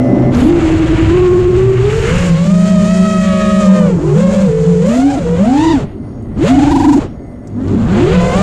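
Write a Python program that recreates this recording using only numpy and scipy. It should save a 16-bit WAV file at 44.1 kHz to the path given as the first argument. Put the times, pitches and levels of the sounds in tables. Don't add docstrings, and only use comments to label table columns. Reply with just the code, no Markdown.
import sys
import numpy as np
from scipy import signal
from scipy.fft import rfft, irfft
from scipy.io import wavfile
from scipy.ndimage import uniform_filter1d

SR = 44100
rng = np.random.default_rng(int(sys.argv[2]) if len(sys.argv) > 2 else 0)


def gain_from_db(level_db):
    decades = np.asarray(level_db, float) / 20
    return 10 ** decades


def dump_mix(stems):
    frames = np.atleast_2d(stems).T
    limited = np.clip(frames, -1, 1)
    pcm = np.round(limited * 32767).astype(np.int16)
    wavfile.write(sys.argv[1], SR, pcm)


N = 371322
TIME = np.arange(N) / SR
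BLADES = 3

# (time [s], overtones [dB], frame [dB])
FLIGHT = [(0, 6, 9), (.55, -6.5, 3.5), (1.08, 2, -5), (1.2, 10.5, -3.5), (1.6, 0, 0), (1.95, 2.5, -4.5),
          (2.15, -10, -5.5), (2.4, -7.5, 0), (2.9, -0.5, -1), (3.2, -0.5, -4.5), (3.5, 2, -2),
          (3.85, -1.5, 12.5), (4.5, -7.5, 6), (4.78, -7, 3), (4.9, -1.5, 7.5), (5.45, -6, 6),
          (5.75, -0.5, 6.5), (6.45, -0.5, 1), (6.7, -2, -2), (7.0, -7.5, 6.5), (7.9, 6, 2), (8.1, 1.5, 2.5),
          (8.42, 2.5, 6)]


def curve(table):
    s, *columns = np.transpose(table)
    return [np.interp(TIME, s, c) for c in columns]


def by_speed(table, hz):
    at, *columns = np.transpose(table)
    return [np.interp(np.log(hz), np.log(at), c) for c in columns]


def span(table, fade=0.0068):
    start, end = table[0][0], table[-1][0]
    return np.clip(np.minimum(TIME - start, end - TIME) / fade + (start == 0), 0, 1)


def dips(table):
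    return sum(depth_db * np.exp(-((TIME - s) / width) ** 2) for s, depth_db, width in table)


def walk(rate):
    k = int(SR / rate)
    held = np.repeat(rng.standard_normal(N // k + 1), k)
    return 1.3 * uniform_filter1d(uniform_filter1d(held, k), k)[:N]


def noise(shape, lo_hz, hi_hz):
    hz = np.arange(N // 2 + 1) * SR / N + 1
    at, db = np.transpose(shape)
    gain = gain_from_db(np.interp(np.log(hz), np.log(at), db, -90, -90))
    bins = rfft(rng.standard_normal(N)) * gain
    inside = np.sum(np.abs(bins[(hz > lo_hz) & (hz < hi_hz)]) ** 2) * 2 / N ** 2
    return irfft(bins, N) / np.sqrt(inside)


def tone(phase, db, flutter_db):
    return np.sqrt(2) * gain_from_db(db + flutter_db * walk(30)) * np.sin(phase)


def hunt(lead):
    # (start [s], end [s], a moment the cycles peak at, counted on or back [s], rate [Hz], speed swing [0-1])
    bursts = [
        (5.089, 5.24, 5.105, 24.66, 0.08),
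        (5.592, 5.792, 6.06, 26.18, 0.04),
        (6.511, 7.021, 6.2, 23.04, 0.13),
    ]
    out = 0
    for start, end, top, rate, swing in bursts:
        progress = np.clip((TIME - start) / (end - start), 0, 1)
        swell = np.sin(np.pi * progress ** 1.53) ** 0.49
        swell = swell * (1 + 0.2 * np.sin(2 * np.pi * 7.3 * TIME))
        out = out + swing * swell * np.cos(2 * np.pi * (rate * (TIME - top) + lead))
    return out


def turn(hz, lead, jitter, share):
    return 2 * np.pi * np.cumsum(hz * (1 + share * hunt(lead) + jitter * walk(40))) / SR


def stir(hz):
    return uniform_filter1d(np.gradient(np.log(hz)) * SR, SR // 40)


def stick():
    # (start [s], length [s], blade rate [Hz], blade tone [dB], effort [dB])
    moves = [(0.313, 0.039, 239.6, -14.5, -41), (0.396, 0.11, 346.4, -9, -43),
             (0.501, 0.14, 321.9, -9, -39.5), (1.087, 0.085, 360.7, -8, -42),
             (1.547, 0.086, 382.5, -10, -41), (1.806, 0.16, 446.8, -15, -34), (2.05, 0.13, 550, -25, -31),
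             (2.27, 0.061, 530, -25.5, -34), (2.36, 0.19, 625, -24, -34), (2.55, .19, 642.5, -19.5, -32.5),
             (2.741, 0.027, 619.7, -19.5, -33.5), (2.845, 0.074, 644, -20.5, -32.5),
             (2.95, 0.31, 639.4, -23, -32), (3.282, 0.055, 628.4, -19.5, -33),
             (3.599, .04, 618, -18.5, -34), (3.778, 0.062, 593.6, -17.5, -36.5),
             (3.86, 0.12, 289.3, -23, -44.5), (4.01, 0.05, 344.8, -18, -39.5),
             (4.08, 0.051, 374.4, -14.5, -40.5), (4.136, 0.087, 536, -19, -35),
             (4.421, 0.08, 443, -14, -39), (4.805, 0.29, 800, -25, -36), (5.135, 0.095, 479.9, -19.5, -41),
             (5.37, .27, 938.3, -19, -33.5), (5.73, 0.081, 419.8, -35, -46.5),
             (5.832, .05, 303.3, -45, -55.5), (6.006, .33, 190, -30, -53), (6.37, 0.05, 310, -10, -44),
             (6.425, 0.085, 720.5, -20, -35.5), (6.55, 0.17, 878.7, -20.5, -37),
             (6.941, 0.092, 433, -32, -46.5), (7.035, 0.062, 270.4, -44, -54.5),
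             (7.401, 0.21, 97.2, -31, -49), (7.62, 0.058, 98.1, -20, -47.5),
             (7.79, 0.093, 159.9, -16.5, -44), (7.89, 0.047, 205.1, -10.5, -40.5),
             (7.968, 0.17, 502.5, -17.5, -35), (8.2, .1, 514.5, -18, -35),
             (8.325, 0.06, 596.6, -18.5, -33.5)]
    # (blade rate [Hz], blade tone [dB], effort [dB])
    rest = (250, -17, -48.5)
    motor_lag_s, stall_db, stall_slope, spin_up_db = 0.031, -47, 2.53, 0.39
    rise_half, fall_half = 0.57, 0.36
    rows, last = [(0, *rest)], np.array(rest)
    for start, length, *state in moves:
        share = rise_half if state[0] > last[0] else fall_half
        half = last + share * (state - last)
        rows += [(max(start, rows[-1][0]), *last), (start + length / 2, *half), (start + length, *state)]
        last = np.array(state)
    lag = int(motor_lag_s * SR)
    hz, blade_db, effort_db = (uniform_filter1d(c, lag, mode="nearest") for c in curve(rows))
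    effort_db = effort_db + spin_up_db * np.clip(stir(hz), 0, 6)
    return hz, blade_db, effort_db + stall_slope * np.minimum(effort_db - stall_db, 0)


def microphone_noise():
    # (frequency [Hz], density [dB per Hz])
    self_noise = [(450, 4.5), (700, 16.5), (1300, 0.5), (3000, -18), (6200, -20.5), (7400, -24),
                  (10500, -14.5), (14500, -30)]
    # (frequency [Hz], width [Hz], level [dB])
    modes = [(1950, 200, -64), (4580, 400, -70), (5550, 400, -70), (6640, 200, -71), (8200, 250, -72),
             (9160, 500, -71)]
    out = noise(self_noise, 1500, 15000) * gain_from_db(-68.0 + 1.5 * walk(16))
    for hz, width, db in modes:
        mode = [(hz - 2 * width, -24), (hz, 0), (hz + 2 * width, -24)]
        out += gain_from_db(db + 3.5 * walk(14)) * noise(mode, 20, SR / 2)
    return out


def ticks():
    # (time [s], level [dB], frequency [Hz])
    taps = [
        (0.347, -38, 5200),
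        (6.224, -65, 8240),
        (7.473, -53, 6820),
        (7.68, -49, 4940),
    ]
    decay_s = 0.006
    out = np.zeros(N)
    for s, db, hz in taps:
        age = np.maximum(TIME - s, 0)
        band = signal.butter(2, [0.74 * hz, 1.17 * hz], "bp", fs=SR, output="sos")
        ring = signal.sosfilt(band, rng.standard_normal(N))
        out += gain_from_db(db + 20.0) * (TIME > s) * np.exp(-age / decay_s) * ring
    return out


def idle_whine():
    # (multiple of idle turns, level [dB])
    magnets = [(3.7, -23.5), (6.5, -26.5), (7, -23), (7.2, -32), (8, -28.5), (8.6, -30.5), (9.5, -35.5),
               (21, -42.5), (22.5, -49.5), (24.0, -37.5), (25.3, -43)]
    # (frequency [Hz], density [dB per Hz])
    rattle = [(3000, -12), (4700, -8), (5400, 1), (6500, -9), (8000, -25), (9000, -9), (9500, -18),
              (10000, -10), (11000, -28)]
    # (time [s], whine level [dB])
    idle = [(0, -2.5), (.3, -1), (.36, -39), (5.8, -35), (5.92, -26), (6.33, -25), (6.4, -35), (7.1, -25),
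            (7.3, -21), (7.5, -26), (8.42, -34)]
    aloft = TIME > 1
    phase = turn(83.9, 0., jitter=.004 + .012 * aloft, share=0)
    out = sum(tone(k * phase + (.6 + .04 * k * aloft) * walk(50), db, 2.) for k, db in magnets)
    out += (TIME < 1) * noise(rattle, 1500, 15000) * gain_from_db(-52 + 2.5 * walk(30))
    return out * gain_from_db(curve(idle)[0])


def ground_scour():
    # (frequency [Hz], density [dB per Hz])
    scour = [(700, -23), (1200, 4), (2000, 1.5), (2900, 1), (3600, -21), (4500, -29)]
    # (time [s], scour level [dB])
    ground = [(.35, -41), (.6, -33), (1.12, -28), (1.3, -39.5), (1.75, -34.5), (2.15, -26), (2.3, -29.5),
              (2.45, -52)]
    level_db = curve(ground)[0] + 1.8 * walk(18) + 1.3 * walk(90)
    return span(ground) * noise(scour, 800, 4000) * gain_from_db(level_db)


def air(blade):
    # (time [s], gust [dB])
    gusts = [(0, -22), (.3, -18.5), (.35, -16.5), (1.15, -15), (1.3, -19), (1.8, -18.5), (2.16, -14),
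             (2.37, -21), (2.5, -25.5), (3.3, -26), (3.96, -27.5), (4.25, -24), (4.9, -28), (5.4, -22.5),
             (6.47, -20.5), (6.6, -18.5), (7.5, -25.5), (8.14, -15)]
    # (blade rate [Hz], roar over gust [dB])
    roar_by_speed = [(250, 5.5), (340, 2.5), (450, 3.5), (620, 3), (900, -0.5)]
    # (start [s], end [s], top [dB], wash [dB])
    puffs = [
        (0.317, 0.511, 17.5, 3.5),
        (0.478, 0.746, 5, -0.5),
        (1.9, 2.34, 4.5, -2.5),
        (3.25, 3.45, -3, 3.5),
        (4.843, 5.038, 15, 5),
        (6.404, 6.536, 14, 6.5),
        (6.69, 6.988, 14, -1),
        (7.865, 8.21, -2, 3),
        (8.198, 8.5, 4, -4),
    ]
    # (frequency [Hz], density [dB per Hz])
    wind_shape = [(12, -6.5), (25, -4.5), (50, 0.5), (90, 1.5), (160, -1.5), (260, -16), (420, -18),
                  (520, -43)]
    roar_shape = [(330, -13), (440, -4), (660, -9.5), (760, -13.5), (1000, -16.5), (1400, -20), (2000, -37),
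                  (3500, -71)]
    drum_shape = [(130, -22), (220, 0.5), (300, -4), (400, -7.5), (470, -26.5)]
    wash_shape = [(300, -31), (700, 3), (1300, 1.5), (2200, 0.5), (3300, -3), (4500, -10), (6000, -25.5),
                  (9000, -34)]
    hiss_shape = [(2500, -31), (4200, -1.5), (4800, -2.5), (5900, -0.5), (7100, 4), (7800, 0), (8400, -6),
                  (8800, -4.5), (9500, -14), (10300, -21), (11000, -14), (12000, -28), (13000, -23),
                  (14800, -51.5)]
    top_shape = [(8500, -7), (10000, -1.5), (12000, -8), (13300, -10.5), (14000, -33)]
    (hz, _, hiss_db), gust_db = stick(), curve(gusts)[0]
    wind_db = gust_db + 0.25 * np.minimum(hiss_db + 43.5, 0)
    roar_db = wind_db + curve(FLIGHT)[1] + by_speed(roar_by_speed, hz)[0]
    roar_db = roar_db + 0.21 * np.minimum(hiss_db + 38, 0)

    wake_s, wake_offset_db = 0.05, -11
    keep = np.exp(-1 / (wake_s * SR))
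    wake_db = 20 * np.log10(signal.lfilter([1 - keep], [1, -keep], gain_from_db(hiss_db))) + wake_offset_db
    wash_db = 11.5 + 0.72 * np.maximum(hiss_db, wake_db) + 0.82 * gust_db - 0.3 * np.log2(hz / 500)

    push_db, flicker_db = 25 * hunt(0.022), 1.1 * walk(25)
    puff_db, gush_db = sum(np.outer(db, span([(start,), (end,)], fade=0.021)) for start, end, *db in puffs)
    wash_db, hiss_db = wash_db + gush_db, hiss_db + 0.23 * puff_db

    wind = noise(wind_shape, 5, 129) * gain_from_db(wind_db + 0.39 * walk(7.8))
    roar = noise(roar_shape, 220, 1700) * gain_from_db(roar_db - 13.5 + flicker_db)
    drum_db = roar_db - 3.0 - 1.12 * np.clip(hiss_db + 52, 0, 14) + 3.3 * walk(20)
    roar += noise(drum_shape, 215, 450) * gain_from_db(drum_db)
    wash = noise(wash_shape, 1820, 6400) * gain_from_db(wash_db - 4.5 + push_db + flicker_db + 1.34 * walk(120))
    wash = wash * (1 + 0.28 * np.cos(blade))
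    hiss = noise(hiss_shape, 5100, 11000) * gain_from_db(hiss_db - 3.5 + push_db + flicker_db + 0.69 * walk(120))
    hiss = hiss * (1 + 0.17 * np.cos(blade))
    top_db = hiss_db + 0.5 * gust_db - 22.5 + puff_db + push_db + 1.5 * walk(120)
    top = noise(top_shape, 9000, 15000) * gain_from_db(top_db)
    return wind + roar + wash + hiss + top


def shafts():
    # (time [s], speed ratio to the nearest shaft, shake [dB])
    worst = [(0, 1.46, -6), (.3, 1.55, -7.5), (.35, 1.5, -24), (.5, 0.86, -36.5), (1.6, 0.96, -16),
             (2.07, 0.93, -21.5), (2.13, .96, -9.5), (2.3, .95, -10.5), (2.5, 0.84, -11.5),
             (3.2, 0.86, -11), (3.7, 0.94, -10.5), (3.87, 0.84, -12.5), (4.0, 1.47, -13.5),
             (4.2, 1.01, -11.5), (4.8, 1.2, -12.5), (5.1, 1.07, -5.5), (5.38, 1.06, -12.5),
             (5.74, 1.043, -11), (6.54, 1.105, -9), (6.8, 0.92, -12), (6.97, 1.05, -10.5),
             (7.9, 1.036, -19.5), (8.15, 1.1, -15), (8.42, 1.05, -15)]
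    # (time [s], depth [dB], half width [s])
    chops = [(5.8, 6, .012), (3.4, 11, 0.009), (5.78, 22, 0.035), (0.15, 11, 0.033), (6.39, 26, 0.026),
             (6.1, 16, 0.017), (4.015, 14, 0.037), (5.26, 14, 0.073), (7.04, 27, 0.037), (6.48, 8, .015),
             (4.88, 12, .01), (4.98, 10.5, 0.0081)]
    # (time [s], level over the shake [dB])
    twice = [(0, -19.5), (2.3, -25.5), (2.7, -29), (3.7, -23.5), (4.1, -37), (4.6, -31), (4.95, -14.5),
             (5.08, -28), (5.45, -18.5), (5.7, -21), (6.5, -26.5), (8.0, -27), (8.2, -30), (8.42, -32)]
    # (time [s], frequency [Hz], level [dB])
    wobble = [(2.45, 387, -36), (2.75, 387, -32), (3.05, 385, -28.5), (3.3, 369, -28.5),
              (3.6, 382.4, -32.5), (3.8, 400, -39)]
    # (time [s], turns [Hz], shake [dB])
    beats = [
        [(2.3, 167.1, -10), (2.54, 193.2, -19.5), (2.85, 194.3, -14.5)],
        [(3.6, 181.6, -20), (3.85, 200.6, -11.5), (3.93, 184.2, -13), (3.985, 160, -13)],
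        [(4.15, 191, -12), (4.238, 213.5, -14.5), (4.45, 206, -13)],
        [(5.29, 172.4, -12.5), (5.38, 173, -12.5), (5.652, 306.5, -15.5), (5.72, 311.4, -14.5)],
        [(8.15, 171.9, -16.5), (8.234, 180.4, -12), (8.42, 186.3, -14)],
    ]
    # (time [s], turns [Hz], shake [dB])
    near_shaft = [
        [(2.45, 194.7, -12), (2.75, 209.9, -15), (3.85, 210.5, -15)],
        [(4.46, 151.9, -20), (4.8, 152, -18.5), (4.9, 188, -8)],
        [(5.735, 290, -3.5), (5.79, 253, -13)],
        [(6.55, 285, -9.5), (6.686, 307.5, -11), (7.0, 282.4, -11.5)],
    ]
    (near_hz, _, effort_db), (ratio, db) = stick(), curve(worst)
    hz = np.maximum(ratio * near_hz / BLADES, 104.9)
    db = db + 0.66 * np.minimum(effort_db + 40.5, 0)
    db = db - dips(chops)
    twice_db = db + curve(twice)[0]
    phase = turn(hz, 0.28, jitter=0.0055, share=0.58)
    out = tone(phase + 0.52 * np.maximum(-stir(hz), 0) * walk(60), db, 3.4)
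    out += tone(2 * phase + 0.88 * walk(60), twice_db, 4.2)
    out += tone(4 * phase + 1.1 * walk(60), twice_db - 15.5, 4.6)

    hz, db = curve(wobble)
    out += span(wobble) * tone(turn(hz, 0., jitter=.01, share=0) + 0.77 * walk(60), db, 2.8)

    for table in beats + near_shaft:
        hz, db = curve(table)
        phase = turn(hz, 0.085, jitter=0.0054, share=1.0)
        shake = tone(phase, db, 1.0)
        if table in beats:
            shake += tone(42 * phase, db - 48 - np.maximum(42 * hz - 9300, 0) * .008, 4.)
        out += span(table) * shake
    return out


def other_props():
    # (time [s], speed ratio, blade tone [dB])
    trim = [(0, 0.96, -21), (.25, 1.32, -20.5), (.45, 0.85, -7), (.6, 0.87, -22.5), (.7, 0.93, -39),
            (1.62, 1.1, -28), (1.72, 0.96, -17.5), (1.92, .92, -20.5), (2.05, 0.87, -21.5),
            (2.45, 0.9, -33), (3.18, .88, -30.5), (3.28, .9, -23.5), (3.6, 0.89, -22.5), (3.84, 0.82, -19),
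            (3.91, .92, -16.5), (4.0, 1.12, -24), (4.08, 1.15, -16.5), (4.25, 1.03, -19), (4.6, 1.14, -22),
            (4.95, 1.05, -24), (5.1, .92, -28), (5.35, 1.015, -20), (5.5, 1.09, -28), (5.7, 1.06, -26),
            (5.85, 1.02, -28.5), (6.45, 1.085, -16), (6.55, 0.88, -28.5), (6.8, 0.91, -22.5),
            (7.05, 0.87, -32)]
    # (time [s], blade rate [Hz], blade tone [dB])
    others = [
        [(7.25, 250, -36), (7.35, 246.5, -31), (7.5, 253.2, -37)],
        [(7.55, 205, -23), (7.585, 250, -13), (7.7, 302, -25.5)],
        [(7.7, 235.4, -25), (7.8, 219.4, -11), (7.87, 228, -13.5)],
        [(7.71, 172, -19), (7.79, 188, -16)],
        [(7.93, 354.3, -19.5), (8.05, 354, -11.5), (8.14, 391, -16)],
        [(8.29, 515.7, -17.5), (8.37, 494, -21)],
        [(8.1, 540, -31), (8.17, 672, -28.5), (8.3, 705, -25), (8.42, 795, -25)],
    ]
    # (time [s], level [dB])
    bite = [(0, -3), (3.15, 1), (3.3, 10), (3.6, 3.5), (3.75, 3), (4.9, 3), (5.5, 4.5), (6.5, 2.5),
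            (8.05, 2), (8.17, 8), (8.3, 3), (8.42, 1)]
    (near_hz, _, effort_db), (ratio, trim_db) = stick(), curve(trim)
    opposite = ratio * near_hz, trim_db + 1.0 * np.minimum(effort_db + 55.0, 0)
    bite_db = curve(bite)[0] + 0.82 * curve(FLIGHT)[0] - 18.5
    out = 0
    for table in [trim] + others:
        hz, db = opposite if table is trim else curve(table)
        phase = turn(hz, 0.2, jitter=0.005, share=0.72)
        change = np.abs(stir(hz))
        blades = tone(phase + (0.5 + 0.24 * change) * walk(90), db, 1.0)
        for k in range(2, 8):
            partial_db = db + bite_db - 8 * np.log2(k / 2) + 9 * np.log2(hz / 550)
            blades += tone(k * (phase + (.15 + 0.038 * change) * walk(90)), partial_db, 2.2)
        out = out + span(table) * blades
    return out


def cogging(phase):
    # (multiple of shaft turns, level [dB])
    orders = [(5, 0), (6, -3), (7, 0)]
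    # (time [s], level [dB])
    level = [(.42, -32), (.52, -33), (.62, -36), (.9, -40.5), (1.1, -38)]
    level_db = curve(level)[0]
    return span(level) * sum(tone(k * phase / BLADES + .4 * walk(60), db + level_db, 2.) for k, db in orders)


def commutation(phase, hz, effort_db):
    out = 0
    for k, db in ((14, -21), (28, -30)):
        whine_hz = k * hz
        whine_db = effort_db + db - np.abs(stir(hz))
        whine_db = whine_db - np.maximum(whine_hz - 9500, 0) * .006 - np.maximum(7000 - whine_hz, 0) * .004
        out = out + (whine_hz < 14000) * tone(k * phase, whine_db, 4.)
    return out


def near_prop():
    # (blade rate [Hz], octave [dB], third partial [dB], fourth partial [dB])
    overtones = [(250, -24.5, -33.5, -35.5), (366, -35.5, -29.5, -42.5), (444, -37.5, -38.5, -38.5),
                 (533, -26.5, -36, -35), (625, -26.5, -36, -38), (780, -35.5, -37.5, -36.5),
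                 (970, -27.5, -30, -26)]
    # (time [s], depth [dB], half width [s])
    cancellations = [(0.607, 24, 0.011), (0.695, 10, 0.0093), (0.78, 9.5, 0.016), (0.877, 16, 0.016),
                     (0.965, 26, 0.013), (1.061, 12, 0.015), (1.435, 6, .015), (1.52, 8, 0.0098),
                     (1.67, 7, .01), (1.77, 21, 0.016), (1.815, 10, 0.0079), (1.915, 11, .01),
                     (2.015, 15, .012)]
    # (time [s], phase [rad])
    rough = [(0, .15), (1.1, .3), (1.8, .1), (2.3, .15), (4.8, .15), (4.9, .2), (5.2, .22), (5.4, .17),
             (5.7, .2), (6.4, .12), (8.1, .12), (8.25, .22), (8.42, .25)]
    # (time [s], slope [dB per octave])
    tilt = [(0, -2), (1.9, -12.5), (2.3, 0.5), (3.8, -6), (4.8, -7), (5.1, -12), (5.5, -3), (6.5, -11),
            (7.0, -7), (8.1, -3), (8.42, -11)]
    cruise_db, flutter_db = -34, 2.2
    hz, blade_db, effort_db = stick()
    bite_db = curve(FLIGHT)[0] + 1 * (effort_db - cruise_db)
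    octave_db, third_db, upper_db = (db + bite_db for db in by_speed(overtones, hz))
    tilt_db = curve(tilt)[0]
    phase = turn(hz, 0., jitter=.0045, share=1)
    push_db = 45 * hunt(0.)

    change, surge = stir(hz), np.hypot(hunt(0.), hunt(.25))
    stirred = np.where(change > 0, .004, .03) * np.clip(np.abs(change) - 1.5, 0, 6) ** 2
    smear = curve(rough)[0] + stirred + .4 * surge
    brake_db = 1.5 * np.clip(change + 2, -8, 0)

    frame_hz, frame_width, frame_db = 372, 0.22, -0.5
    resonance = np.exp(-(np.log(hz / frame_hz) / frame_width) ** 2)
    sweep = np.clip(np.maximum(change, -.3 * change) / 5, 0, 1)
    blade_db = blade_db + frame_db * resonance * sweep * (TIME > 2) - dips(cancellations)
    out = tone(phase + (2.0 * smear + 5 * surge) * walk(90), blade_db + push_db + 0.77 * brake_db, 0.33)

    twin_ratio, twin_db = .975, -3
    twin = turn(hz * (twin_ratio + .008 * walk(3)), .1, jitter=.0045, share=1)
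    for k in range(2, 13):
        db = {2: octave_db, 3: third_db}.get(k, upper_db + tilt_db * np.log2(k / 4))
        db = db + push_db + brake_db - 8 * (k * hz / 4000) ** 2
        out += tone(k * phase + k * smear * walk(90), db, flutter_db)
        if k > 2:
            out += (TIME > 2) * tone(k * twin + k * smear * walk(90), db + twin_db, flutter_db)
    return out + cogging(phase) + commutation(phase, hz, effort_db), phase


def scene():
    near, blade = near_prop()
    background = microphone_noise() + ticks() + idle_whine() + ground_scour() + air(blade)
    return (background + shafts() + other_props() + near)[None]


def band_limit(x):
    return signal.sosfilt(signal.butter(12, 14700, fs=SR, output="sos"), x)


def record(dry):
    quick, slow = (uniform_filter1d(dry ** 2, int(s * SR)) + 1e-5 for s in (.02, .15))
    held = dry * (slow / quick) ** 0.12
    ceiling = .97
    drive = held / ceiling
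    rounded = ceiling * np.tanh(drive + drive ** 3 / 3)
    return band_limit(rounded)


dry = scene()
out = record(dry)
dump_mix(out)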